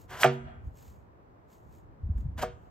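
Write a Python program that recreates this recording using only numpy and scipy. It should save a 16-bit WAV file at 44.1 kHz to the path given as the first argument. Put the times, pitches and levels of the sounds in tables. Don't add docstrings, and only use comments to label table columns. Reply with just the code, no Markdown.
import sys
import numpy as np
from scipy import signal
from scipy.fft import rfft, irfft, next_fast_len
from scipy.io import wavfile
from scipy.ndimage import map_coordinates

SR = 44100
rng = np.random.default_rng(int(sys.argv[2]) if len(sys.argv) > 2 else 0)


def put_to_file(sound):
    columns = np.atleast_2d(sound).T
    safe = np.clip(columns, -1, 1)
    whole_steps = np.round(safe * 32767)
    wavfile.write(sys.argv[1], SR, whole_steps.astype(np.int16))


N = 119070

# frequency in Hz, likeness.
DIFFUSE_LIKENESS = [(60, 0.2), (130, 0.6), (290, 0.81), (640, -0.38), (1400, -.45), (3100, .15),
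                    (12000, -1.2)]
CLOSE_LIKENESS = [(100, 1), (1400, 0.95), (3100, 0.96), (7000, 1), (15000, 0.083)]
# frequency in Hz, relative spectral level in dB.
OUTDOOR_SPECTRUM = [(20, -35.5), (40, -13), (65, -6), (110, -7), (180, -14.5), (330, -12), (520, -14),
                    (1000, -16.5), (1800, -29.5), (3300, -44.5), (7000, -55), (15000, -62.5)]
RUMBLE_SPECTRUM = [(24, -40.5), (40, -1.5), (60, 1.5), (100, 1), (180, -8.5), (300, -19), (600, -60.5)]
CLOTH_SPECTRUM = [(500, -5.5), (2000, -3), (4000, -5), (5900, -5.5), (6700, 2.5), (7500, -1), (8600, -6),
                  (12800, -4), (15500, -7.5)]
FELT_BODY_SPECTRUM = [(60, -23), (150, 2), (280, -10.5), (500, -7), (700, -1), (900, -4), (995, 5),
                      (1080, -3.5), (1650, -1), (2500, -9.5), (3200, -9), (4000, -22), (9000, -44.5)]
FELT_HISS_SPECTRUM = [(1000, -25.5), (3000, -2.5), (4500, -1), (7000, -0.5), (8800, -2.5), (12500, -3),
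                      (15500, -19.5)]
PLASTIC_SPECTRUM = [(100, -25.5), (300, -21), (700, -8.5), (980, -6.5), (1400, 4.5), (2400, -7.5),
                    (3300, -9.5), (4000, -14.5), (8000, -13.5), (15000, -17)]
YARD_SPECTRUM = [(100, 1.5), (400, -9), (650, 5.5), (900, -0.5), (1400, 2.5), (2100, -6.5), (3200, -1),
                 (4800, 3.5), (7000, -4), (14000, -10)]
# frequency in Hz, seconds to fall 60 dB.
PLASTIC_T60 = [(200, 0.6), (1000, .13), (3000, 0.3), (12000, 0.055)]
YARD_REVERB_T60 = [(150, 0.4), (700, 0.4), (2000, 0.69), (5000, 0.25), (7500, 0.71), (12000, 0.33)]
# time in seconds, level in dB.
RUMBLE_LEVELS = [(0, -54.5), (.35, -59), (0.471, -47.5), (.55, -51.5), (.68, -46), (.78, -58.5),
                 (.92, -52.5), (1.2, -63.5), (1.5, -68), (1.7, -53.5), (1.98, -56), (2.058, -44),
                 (2.28, -43.5), (2.35, -47), (2.448, -42.5), (2.599, -58)]
# peak time in seconds, level in dB, rise and fall in seconds.
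CLOTH_SWELLS = [(.012, -63, .03, .035), (0.329, -67, 0.016, .03), (.67, -79, 0.033, 0.03),
                (.785, -67, 0.029, 0.0394), (0.858, -64, 0.062, 0.082), (1.527, -68, 0.028, .06),
                (1.764, -71, 0.079, 0.044), (2.196, -71.5, 0.026, .035), (2.53, -91, .03, 0.05),
                (2.64, -83, .05, .1)]
# time in seconds, body level in dB, hiss level in dB.
SLIDE_CURVES = [
    [(.08, -71.5, -79.5), (.102, -50, -60), (.13, -42.5, -54), (.17, -45.5, -56), (.195, -44, -49),
     (.218, -36.5, -32), (.236, -37, -39.5), (.27, -52.5, -57.5), (.3, -87.5, -81)],
    [(2.366, -84, -86), (2.381, -45.5, -52.5), (2.395, -40.5, -49.5), (2.412, -45, -53.5),
     (2.427, -33, -39), (2.44, -50, -55.5), (2.49, -84, -81.5)],
]
# frequency in Hz, relative level in dB, base T60 in seconds.
AIR_MODES = [(135.1, -1, 0.51), (236.7, -12, 0.815), (377, 1, 0.37), (481.6, -2, 0.3), (637.6, 8, 0.12),
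             (737, 3.5, .17), (904, -15, 0.3), (973, -24.5, 0.6), (1131, -7, .15), (1199, -1, 0.14),
             (1356.4, -7, .16), (1481.5, -12, 0.081), (1610, -8.5, .12), (1772, -8.5, 0.18),
             (1920, -14.5, .15), (2150, -14.5, 0.15), (2284, -8, 0.17), (2405, -12.5, 0.15),
             (2813, -20.5, .2), (3270, -16.5, .19)]
# start in seconds, level in dB.
PLASTIC_TICKS = [(.107, -46.5), (0.772, -55.5), (1.502, -63.5), (2.18, -58.5), (2.207, -63.5)]
# peak time in seconds, level in dB, pitch in Hz,
# half-width in cycles.
BALL_CONTACTS = [(0.2336, -2, 1866, 0.61), (.2342, -13, 3232, 0.63), (0.2357, -11, 2896, 1.04),
                 (0.2382, -16.5, 1477, 1.9), (0.2445, -14, 1303, 1.1), (0.2448, -18, 2200, 1.5),
                 (0.2479, -16, 2397, 1), (.2519, -9.5, 739.6, 2.4), (.2588, -12, 720, 2),
                 (0.2623, -20.5, 2812, 0.86), (2.4278, -27.5, 807, 1), (2.433, -16, 733, 0.47),
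                 (2.4359, -24.5, 778, 1.9), (2.4342, -28.5, 1210, 4.6)]
# start in seconds, air column and wall levels in dB, low and high corners
# in Hz, right over left in dB, damping factor.
BALL_STOPS = [(.2375, -20, -25.5, 90.7, 3800, 2.5, 1.096), (2.4315, -26, -40.5, 451, 555, -0.5, 1.26)]
# start in seconds, peak level in dB, pitch in Hz.
TUBE_BUMPS = [(0.427, -44, 56.6), (0.57, -38.5, 72), (0.636, -40, 90.3), (0.663, -30, 66.7),
              (0.879, -40.5, 78.5), (2.03, -27, 78.6), (2.05, -28, 57.2), (2.089, -35.5, 177),
              (2.097, -19.5, 76.4), (2.15, -23, 55.8), (2.182, -38.5, 189), (2.188, -30, 55.2),
              (2.242, -27, 69.4), (2.253, -26, 125), (2.279, -28, 73), (2.32, -36.5, 59),
              (2.357, -33, 82.1), (2.38, -39.5, 197), (2.393, -37, 67.5), (2.437, -36, 190),
              (2.531, -52, 85)]
# frequency in Hz, gain in dB.
MIC_RESPONSE = [(8800, 0), (9500, -27), (10500, -27), (11200, 2)]


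def amp(db):
    return 10 ** (np.asarray(db) / 20)


def unit(x):
    return x / np.sqrt(np.mean(x ** 2) + 1e-20)


def along(points, hz):
    freqs, values = np.transpose(points)
    return np.interp(np.log(hz + 1), np.log(freqs + 1), values)


def since(start):
    return np.maximum(np.arange(N) / SR - start, 0)


def wobble(rate):
    return map_coordinates(rng.standard_normal(N // 8), [np.arange(N) * rate / SR], mode="wrap")


def filtered(x, response):
    size = next_fast_len(N + SR // 2)
    return irfft(rfft(x, size) * response(np.fft.rfftfreq(size, 1 / SR)), size)[..., :N]


def delayed(x, seconds):
    return np.pad(x, ((0, 0), (round(seconds * SR), 0)))[:, :N]


def panned(right_db):
    return amp(np.array([[-right_db], [right_db]]) / 2)


def noise(spectrum, likeness):
    def response(hz):
        angle = np.arccos(np.clip(along(likeness, hz), -1, 1)) / 2
        return amp(along(spectrum, hz)) * [np.cos(angle), np.sin(angle)]
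    mid, side = filtered(rng.standard_normal((2, N)), response)
    return unit(np.array([mid + side, mid - side]))


def dying(x, t60, rise_s):
    hz, t, frames = signal.stft(x, SR, nperseg=256)
    decay = amp(-60 * t / along(t60, hz)[:, None])
    return signal.istft(frames * decay, SR)[1][:, :N] * (1 - np.exp(-since(0) / rise_s))


def outdoor_air(level_db=-57.5):
    return amp(level_db - 0.03 * wobble(6)) * noise(OUTDOOR_SPECTRUM, DIFFUSE_LIKENESS)


def handling_rumble():
    level_db = np.interp(since(0), *np.transpose(RUMBLE_LEVELS))
    return amp(level_db) * noise(RUMBLE_SPECTRUM, DIFFUSE_LIKENESS)


def cloth_rustles(grain_db=2, grain_hz=250):
    t, swells = since(0), np.zeros(N)
    for peak, db, rise, fall in CLOTH_SWELLS:
        width = np.where(t < peak, rise, fall)
        swells += amp(db) * np.exp(-(abs(t - peak) / width) ** 1.4)
    grain = unit(amp(grain_db * wobble(grain_hz)))
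    return swells * grain * noise(CLOTH_SPECTRUM, CLOSE_LIKENESS)


def air_column(t, low_hz, high_hz, damping):
    ring = np.zeros(N)
    for hz, db, t60 in AIR_MODES:
        drive = amp(db) / np.sqrt((1 + (low_hz / hz) ** 18) * (1 + (hz / high_hz) ** 4))
        rise_s = 0.0013 + 2.8 / hz
        swell = 1 - np.exp(-(t / rise_s) ** 2)
        ring += drive * swell * amp(-60 * damping * t / t60) * np.sin(2 * np.pi * hz * t)
    return ring


def felt_slides(grain_db=0.5, grain_hz=700, hum_db=-5.5):
    out, t = np.zeros((2, N)), since(0)
    for curve, (_, _, _, low_hz, high_hz, _, damping) in zip(SLIDE_CURVES, BALL_STOPS):
        times, body_db, hiss_db = np.transpose(curve)
        level = lambda db: amp(np.interp(t, times, db, left=-120, right=-120))
        grain = unit(amp(grain_db * wobble(grain_hz)))
        rub = noise(FELT_BODY_SPECTRUM, CLOSE_LIKENESS)
        ring = air_column(t, low_hz, high_hz, damping)
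        hum = unit(signal.fftconvolve(rub, ring[None], axes=1)[:, :N])
        hiss = noise(FELT_HISS_SPECTRUM, CLOSE_LIKENESS)
        out += grain * (level(body_db) * (rub + amp(hum_db) * hum) + level(hiss_db) * hiss)
    return out


def plastic_ticks(t60=0.01904):
    bursts = sum(amp(db - 60 * since(start) / t60) * (since(start) > 0) for start, db in PLASTIC_TICKS)
    return bursts * noise(PLASTIC_SPECTRUM, CLOSE_LIKENESS)


def ball_clacks():
    out = np.zeros(N)
    for peak, db, hz, half_width in BALL_CONTACTS:
        cycles = (since(0) - peak) * hz
        out += amp(db) * np.exp(-(cycles / half_width) ** 2) * np.cos(2 * np.pi * cycles)
    return out


def ball_knocks():
    out = np.zeros((2, N))
    for start, air_db, wall_db, low_hz, high_hz, right_db, damping in BALL_STOPS:
        wall = dying(noise(PLASTIC_SPECTRUM, CLOSE_LIKENESS), PLASTIC_T60, rise_s=0.0013)
        ring = air_column(since(start), low_hz, high_hz, damping)
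        out += panned(right_db) * (amp(wall_db) * delayed(wall, start) + amp(air_db) * ring)
    return out


def yard_reverb(x, echo_s=0.2, echo_db=-11.5, echo_top_hz=5000):
    wash = lambda rise_s: dying(noise(YARD_SPECTRUM, DIFFUSE_LIKENESS), YARD_REVERB_T60, rise_s)
    far = filtered(wash(rise_s=0.036), lambda hz: 1 / (1 + (hz / echo_top_hz) ** 6))
    tail = wash(rise_s=0.0021) + amp(echo_db) * delayed(far, echo_s)
    tail /= np.linalg.norm(tail[0])
    return signal.fftconvolve(x.mean(axis=0)[None], tail, axes=1)[:, :N]


def tube_bumps(rise_cycles=0.85):
    out = np.zeros(N)
    for start, db, hz in TUBE_BUMPS:
        cycles = since(start) * hz
        age = cycles / rise_cycles
        out -= amp(db) * (age * np.exp(1 - age)) ** 2 * np.sin(2 * np.pi * cycles)
    return out


def scene(right_lag_s=0.00004, yard_db=-20.5, mic_hiss_db=-90):
    ball = ball_clacks() * panned(right_db=3) + ball_knocks() + felt_slides()
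    direct = filtered(ball, lambda hz: np.exp(1j * np.pi * hz * right_lag_s * np.array([[1], [-1]])))
    background = outdoor_air() + amp(mic_hiss_db) * rng.standard_normal((2, N))
    reverb = amp(yard_db) * yard_reverb(ball)
    handling = tube_bumps() + handling_rumble() + cloth_rustles() + plastic_ticks()
    return direct + reverb + handling + background


def record(dry, top_hz=15800):
    return filtered(dry, lambda hz: amp(along(MIC_RESPONSE, hz)) * (hz < top_hz))


dry = scene()
out = record(dry)
put_to_file(out)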